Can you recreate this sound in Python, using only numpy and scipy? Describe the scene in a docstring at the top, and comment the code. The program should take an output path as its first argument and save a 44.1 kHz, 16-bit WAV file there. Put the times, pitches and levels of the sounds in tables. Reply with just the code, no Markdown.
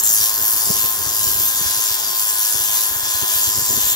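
"""A handheld grinder scrapes mortar off a brick wall outdoors, a little left of a two-port camera microphone.
The grit is already running at the start: its hiss throbs as the disc's high spot bites once a turn; motor
and gears whine under it while multiples of the turn ring in and out. The strongest wind buffet comes near
0.7 s, the wind rumble lulls near 1.9 s, and the disc sags under load from 108.5 to about 105 turns per second.
Buffets crowd together after 3.1 s. Filtered noise makes grit, body and wind; sines make the tones."""
import sys
import numpy as np
from scipy import signal
from scipy.fft import rfft, irfft
from scipy.io import wavfile
from scipy.ndimage import uniform_filter1d, map_coordinates

SR = 44100
rng = np.random.default_rng(int(sys.argv[2]) if len(sys.argv) > 2 else 0)


def to_wav(s):
    """Save 16-bit WAV."""
    ch = np.atleast_2d(s).T  # columns
    pcm = np.round(np.clip(ch, -1, 1) * 32767)  # PCM
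    wavfile.write(sys.argv[1], SR, pcm.astype(np.int16))


N = 174195

# Hearing of the two ports: (frequency [Hz], likeness [0-1], left minus right [dB])
PORT_HEARING = [(200, .5, 1), (700, .78, 1.5), (1200, .8, 1.4), (2500, .55, .8), (3300, .62, .8),
                (4200, .5, 1.5), (5500, .76, 3), (7500, .5, 3), (9000, .42, 1.5), (11000, .52, 3),
                (14000, .3, 2)]
PORT_LAG_S = 8.5 / 44100  # the right port hears the tool this much later


def undb(db):
    """Logarithmic level: amplitude gain of a dB value."""
    return 10 ** (np.asarray(db) / 20)


def curve(table, col):
    """Linear interpolation of a table column over time."""
    rows = np.array(table, float)
    return np.interp(np.arange(N) / SR, rows[:, 0], rows[:, col])


def bin_hz():
    """Discrete spectrum: frequency of each bin."""
    return np.fft.rfftfreq(N, 1 / SR)


def over_hz(table, col=1):
    """Interpolation of a table column over log frequency."""
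    rows = np.array(table, float)
    return np.interp(np.log(bin_hz() + 1), np.log(rows[:, 0]), rows[:, col])


def unit(x):
    """Power normalisation: scale to rms 1."""
    return x / np.sqrt(np.mean(x ** 2))


def walk(rate):
    """Band-limited random modulation: levels held 1 / rate s and slewed twice; spread near 1."""
    hold = int(SR / rate)
    steps = np.repeat(rng.standard_normal(N // hold + 1), hold)
    slewed = uniform_filter1d(uniform_filter1d(steps, hold), hold)
    return 1.3 * slewed[:N]


def port_path():
    """Time and level differences: phase of the right port's delay, and half the level difference as a gain."""
    late = np.exp(-2j * np.pi * bin_hz() * PORT_LAG_S)
    lean = undb(over_hz(PORT_HEARING, col=2) / 2)
    return late, lean


def ports(direct, scattered):
    """Partial coherence: both ports share the direct spectrum, while the scattered ones differ."""
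    like = np.clip(over_hz(PORT_HEARING), 0, 1)
    late, lean = port_path()
    direct_pair = direct * np.array([np.ones_like(late), late])
    both = np.sqrt(like) * direct_pair + np.sqrt(1 - like) * scattered
    return both * np.array([lean, 1 / lean])


def noise():
    """Partly coherent white noise: its spectra at the two ports."""
    three = rfft(rng.standard_normal((3, N)))
    return ports(three[0], three[1:])


def wind():
    """Turbulence: incoherent low rumble at each port, with short pressure swings that carry a rustle."""
    # Rumble before a 6 dB lift: (time [s], level [dB])
    wind_level = [(0.0, -48.5), (0.2, -51), (0.43, -52.5), (0.81, -49.5), (1.07, -47.5), (1.23, -46),
                  (1.78, -50.5), (1.92, -60), (2.61, -56), (2.99, -55), (3.1, -56.5), (3.86, -46.5),
                  (3.95, -54)]
    # Rumble spectrum: (frequency [Hz], relative density [dB])
    wind_colour = [(20, -31), (50, -6), (100, 0), (170, -9), (300, -7.5), (500, -11), (900, -47)]
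    # Buffets: (start [s], swing peak level [dB], pitch [Hz], left minus right [dB], rustle share [capped at 1])
    buffets = [(0.197, -33, 86.1, 5, 0.46), (0.66, -31.5, 111, 3, 1), (0.69, -18, 144, -0.5, 0.65),
               (0.829, -29.5, 118, 8, 1), (0.859, -38, 141, 7, 1), (1.055, -34, 108, 18.5, 0.72),
               (1.26, -30, 72.6, -5, 0.34), (1.343, -31, 80.7, 1, 0.57), (1.388, -31, 88.8, 7, 0.81),
               (1.598, -27.5, 153, 7, 0.57), (1.649, -28, 72.6, 2, 0.33), (1.9, -32, 96.9, 0.5, 0.49),
               (2.541, -27, 110, 2, 0.65), (2.591, -32, 107.7, -1, 0.58), (2.9, -34, 68.2, -1, 0.71),
               (2.949, -32.5, 96.9, 6, 0.77), (3.019, -34, 104.5, -0.5, 0.51), (3.14, -30.5, 81, -10, 0.3),
               (3.215, -24.5, 107.3, 1, 0.66), (3.347, -32, 86.5, 1, 0.5), (3.465, -25.5, 94.5, 2, 0.38),
               (3.57, -24, 113.3, 1, 0.63), (3.609, -30, 120.7, 1, 0.54), (3.693, -23, 102.9, -1, 0.67),
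               (3.725, -29, 240, 0, 1), (3.761, -26.5, 110, -4, 1), (3.829, -36, 65.2, 15, 0.38),
               (3.91, -33, 88, -3, 0.45)]
    # Rustle band: (low edge [Hz], high edge [Hz])
    rustle_hz = (170, 465)
    gust_db = 4.5
    peak_s, width_s, cycles = .0158, .0061, .7  # peak after the start, rustle width scale, swing width

    rumble = unit(irfft(rfft(rng.standard_normal((2, N))) * undb(over_hz(wind_colour)), N))
    gusts = np.array([walk(30.14), walk(29.6)])
    out = rumble * undb(curve(wind_level, col=1) + 6.0 + gust_db * gusts)

    band = signal.butter(2, rustle_hz, "band", fs=SR, output="sos")
    rustle = unit(signal.sosfilt(band, rng.standard_normal((2, N))))
    t = np.arange(int(.08 * SR)) / SR - peak_s
    chance = rng.standard_normal((len(buffets), 2))
    for (start, db, hz, pan_db, share), (a, b) in zip(buffets, chance):
        i = int(start * SR)
        n = min(len(t), N - i)
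        swell = np.exp(-(t * hz / cycles) ** 2)
        tail = min(share, 1) * np.exp(-(t / (3 * width_s)) ** 2)
        for ch, side in enumerate((1, -1)):
            phase = .4 * a + side * (.8 + .2 * b)
            swing = np.cos(2 * np.pi * hz * t + phase) * swell
            buffet = swing[:n] + 0.5 * tail[:n] * rustle[ch, i:i + n]
            out[ch, i:i + n] += undb(db + side * pan_db / 2) * buffet
    return out


def body():
    """Broadband flow and casing noise: cooling air and tool body give steady coloured noise."""
    # Spectrum: (frequency [Hz], relative density [dB])
    body_colour = [(200, -11), (500, -1.5), (900, 7.5), (1200, 4.5), (1700, 5.5), (2200, -1.5), (3500, -6),
                   (8000, -4.5)]
    level_db = -32.5 + 0.72 * walk(5.3)
    return unit(irfft(noise() * undb(over_hz(body_colour)), N)) * undb(level_db)


def sine(cycles):
    """Phase modulation: a sine of rms 1 at a random start phase, with quick phase jitter."""
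    shake = .06 * walk(60)  # cycles
    return np.sqrt(2) * np.sin(2 * np.pi * (cycles + rng.random() + shake))


def tones(turn):
    """Rotational harmonics: gear whine, motor hum and multiples of the disc turn as sines."""
    # Gear whine before a 4 dB lift: (time [s], pitch [Hz], level [dB])
    whine = [(0.0, 1062, -42), (0.08, 1040, -52), (0.27, 1060, -40.5), (0.66, 1042, -44), (0.77, 1054, -37),
             (0.79, 1050, -48), (0.82, 1039, -37), (1.12, 1057, -43), (1.25, 1040, -39), (1.34, 1041, -43),
             (1.85, 1036, -39), (1.87, 1030, -45), (2.05, 1031, -46), (2.1, 1049, -40), (2.46, 1024, -41),
             (2.49, 1028, -46.5), (2.78, 1027, -38.5), (3.02, 1041, -44.5), (3.22, 1024, -39.5),
             (3.94, 1027, -43.5)]
    # Ringing multiples: (time [s], 14th [dB], 15th [dB], 16th [dB], 17th [dB], base of the high ones [dB])
    ring = [(.1, -48, -46, -42, -53, -52), (.4, -46, -48, -43, -54, -52), (.9, -52, -49, -45, -53, -54),
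            (1.3, -50, -41, -48, -51, -48), (1.65, -48, -39, -47, -42, -44),
            (2.05, -48, -50, -47, -46, -44), (2.45, -43, -47, -39, -49, -46),
            (2.85, -53, -49, -41, -48, -48), (3.15, -44, -47, -38, -43, -43),
            (3.38, -47, -49, -40, -43, -39), (3.55, -51, -51, -48, -43, -50),
            (3.95, -49, -49, -42, -42, -43)]
    # High multiples: (multiple of the turn rate, level over the base [dB])
    high_ring = [(28.5, -4), (31, -3), (32, 3), (33, 0), (35.5, -4)]
    # Fainter tones that come and go: (multiple of the turn rate, mean level [dB])
    faint = [(6.15, -57), (8, -59), (12, -59), (19.5, -56)]
    waver_hz, faint_wander_db = 2.7, 3
    motor_ratio, motor_db = 3.555, -52  # motor cycles per disc turn, level

    whine_cycles = np.cumsum(curve(whine, col=1) + waver_hz * walk(40)) / SR
    out = undb(curve(whine, col=2) + 4.0) * sine(whine_cycles)
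    out = out + undb(motor_db + 1.5 * walk(15)) * sine(motor_ratio * turn)
    for k in range(4):
        out = out + undb(curve(ring, col=k + 1) + 1.8 * walk(30)) * sine((14 + k) * turn)
    for multiple, db in high_ring:
        out = out + undb(curve(ring, col=5) + db + 2.5 * walk(8)) * sine(multiple * turn)
    for multiple, db in faint:
        out = out + undb(db + faint_wander_db * walk(9.6)) * sine(multiple * turn)
    late, lean = port_path()
    return irfft(rfft(out) * np.array([lean, late / lean]), N)


def repeating(turn):
    """Cyclic correlation: noises laid round the disc rim, where each turn replays much of the last one."""
    rim = 1024  # points round the rim
    kept = .6  # share of the surface pattern left after one turn
    fresh = rng.standard_normal((3, int(turn[-1]) + 2, rim))
    rows = signal.lfilter([1], [1, -kept], fresh, axis=1)
    smooth = irfft(rfft(rows) * (np.arange(rim // 2 + 1) < 200), rim)  # under 200 cycles a turn
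    read = [map_coordinates(r.ravel(), [turn * rim], order=1) for r in smooth]
    spec = rfft(np.array(read))
    # Match the power of white noise below a third of the sample rate
    spec = spec * np.sqrt(N / np.mean(np.abs(spec[:, :N // 3]) ** 2))
    return ports(spec[0], spec[1:])


def bite_pulse(turn):
    """Periodic contact: the high spot bites with a quick rise and exponential fall, once a turn."""
    rise, fall = .1, .4  # shares of a turn
    p = turn % 1
    shape = (1 - np.exp(-p / rise)) * np.exp(-p / fall)
    return shape / shape.mean()


def grit(turn):
    """Amplitude modulation: patchy bands of hiss, partly repeating every turn, swell as the disc bites."""
    # Centres of the low-mid, mid, treble and top ranges [Hz]
    ranges_hz = [3400, 6000, 10000, 13500]
    # Levels before a 3.5 dB lift: (time [s], low-mid [dB], mid [dB], treble [dB], top [dB])
    grit_level = [(0.0, -52, -19, -25, -19), (0.02, -38, -33, -38, -27), (0.04, -37, -24, -24, -21),
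                  (0.07, -35, -22, -30.5, -21), (0.14, -40, -22, -23, -17), (0.19, -35, -22, -25, -21),
                  (0.31, -37.5, -27.5, -29, -24), (0.43, -38, -27.5, -26.5, -20),
                  (0.68, -37.5, -24.5, -25.5, -22), (0.78, -34.5, -26, -28, -25),
                  (0.89, -36.5, -29, -29, -22.5), (0.98, -40, -30.5, -31, -28),
                  (1.11, -37, -25.5, -30, -26), (1.15, -39, -26, -27, -25.5),
                  (1.25, -35.5, -25.5, -28, -23.5), (1.43, -37, -28.5, -29, -21.5),
                  (1.66, -33.5, -24.5, -25.5, -24), (2.0, -37.5, -28, -31.5, -26),
                  (2.32, -35, -27, -27, -23.5), (2.53, -36.5, -26.5, -27, -24.5),
                  (2.73, -33, -27.5, -27.5, -22.5), (3.01, -40, -30, -32, -25.5),
                  (3.08, -34.5, -25.5, -28.5, -26.5), (3.23, -33, -27, -28, -21.5),
                  (3.43, -34, -25, -27, -23.5), (3.65, -37.5, -24.5, -29, -25.5),
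                  (3.85, -32, -26.5, -29.5, -22.5), (3.93, -35.5, -27, -29, -24),
                  (3.95, -33, -35, -39.5, -31)]
    # Colour inside each range: (frequency [Hz], relative density [dB])
    grit_colour = [(2300, -16), (3000, -8), (3500, -7), (4100, -8), (5200, -5), (6800, -2), (7600, 1),
                   (8100, -4.5), (9200, -3), (11500, 4), (13500, 5.5), (15700, -0.5)]
    # Power share of the hiss that repeats: (frequency [Hz], share [0-1])
    repeat_share = [(3000, .45), (5000, .5), (7500, .58), (10000, .36), (15000, .25)]
    # Slope of the mid range about its centre: (time [s], slope [dB per half octave])
    tilt = [(0, 11.5), (.22, 0), (.4, -1.5), (.8, -2.5), (1.2, 0), (1.5, 0.5), (2.1, -4), (2.3, 2),
            (3.2, -0.5), (3.45, -1), (3.9, 6)]
    # Depth of the bite before each range takes its share: (time [s], depth [0-1])
    bite_depth = [(0, .78), (.35, .82), (.55, .68), (1.3, .65), (1.6, .4), (1.9, .7), (2.05, .52),
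                  (2.4, .6), (3.05, .43), (3.4, .5), (3.55, .8), (3.8, .45), (3.95, .45)]
    # Share of that depth in each range [0-1]
    range_bite = [.45, .7, .68, .76]
    patch_db, flicker_db, flutter_db, grain_db = .9, 1.6, 1.1, .72
    bite_scatter_db = 1.6  # between turns

    pulse = bite_pulse(turn)
    share = over_hz(repeat_share)
    hiss = np.sqrt(1 - share) * noise() + np.sqrt(share) * repeating(turn)
    spec = hiss * undb(over_hz(grit_colour))
    centres = 2000 * 2 ** (np.arange(31) / 10)  # Hz, ten bands an octave
    which = np.abs(np.log(centres[:, None] / ranges_hz)).argmin(axis=1)
    turns = rng.standard_normal((len(ranges_hz) + 1, int(turn[-1]) + 1))  # last row: shared by all ranges
    out = 0
    for r in range(len(ranges_hz)):
        part = 0
        for c in centres[which == r]:
            offset = 10 * np.log2((bin_hz() + 1) / c)  # in band spacings
            window = np.cos(np.pi / 2 * np.clip(offset, -1, 1)) ** 2
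            band_db = patch_db * walk(12) + flicker_db * walk(35.14)
            if r == 1:
                band_db = band_db + curve(tilt, col=1) * np.log2(c / ranges_hz[r]) * 2
            part = part + irfft(spec * window, N) * undb(band_db)
        turn_db = bite_scatter_db * (turns[r] + turns[-1]) / np.sqrt(2)
        scatter = undb(turn_db)[turn.astype(int)]
        depth = np.clip(range_bite[r] * curve(bite_depth, col=1), 0, 1)
        bite = 1 - depth + depth * scatter * pulse
        bite = bite / np.sqrt(uniform_filter1d(bite ** 2, SR // 20))  # even power over 50 ms
        bite = bite * undb(grain_db * walk(900))
        out = out + unit(part) * undb(curve(grit_level, col=r + 1) + 3.5) * bite
    return out * undb(flutter_db * walk(18))


def scene():
    """Superposition: wind and tool add at the two ports, the tool timed by the disc's rotation angle."""
    # The disc sags under load: (time [s], rate [turns per s])
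    disc = [(0, 108.5), (1.1, 107.7), (1.7, 106.3), (2.1, 106.8), (2.7, 105.9), (3.17, 106), (3.41, 104.6),
            (3.95, 105)]
    turn = .17 + np.cumsum(curve(disc, col=1)) / SR  # turns, from the start angle
    return wind() + body() + tones(turn) + grit(turn)


def record(dry):
    """Saturation and low-pass filtering: the camera rounds the loudest peaks and cuts the top steeply."""
    soft_clip, top_hz = 1.45, 15750
    rounded = np.tanh(soft_clip * dry) / soft_clip
    low_pass = signal.ellip(14, .2, 80, top_hz, fs=SR, output="sos")
    return signal.sosfilt(low_pass, rounded)


dry = scene()
out = record(dry)
to_wav(out)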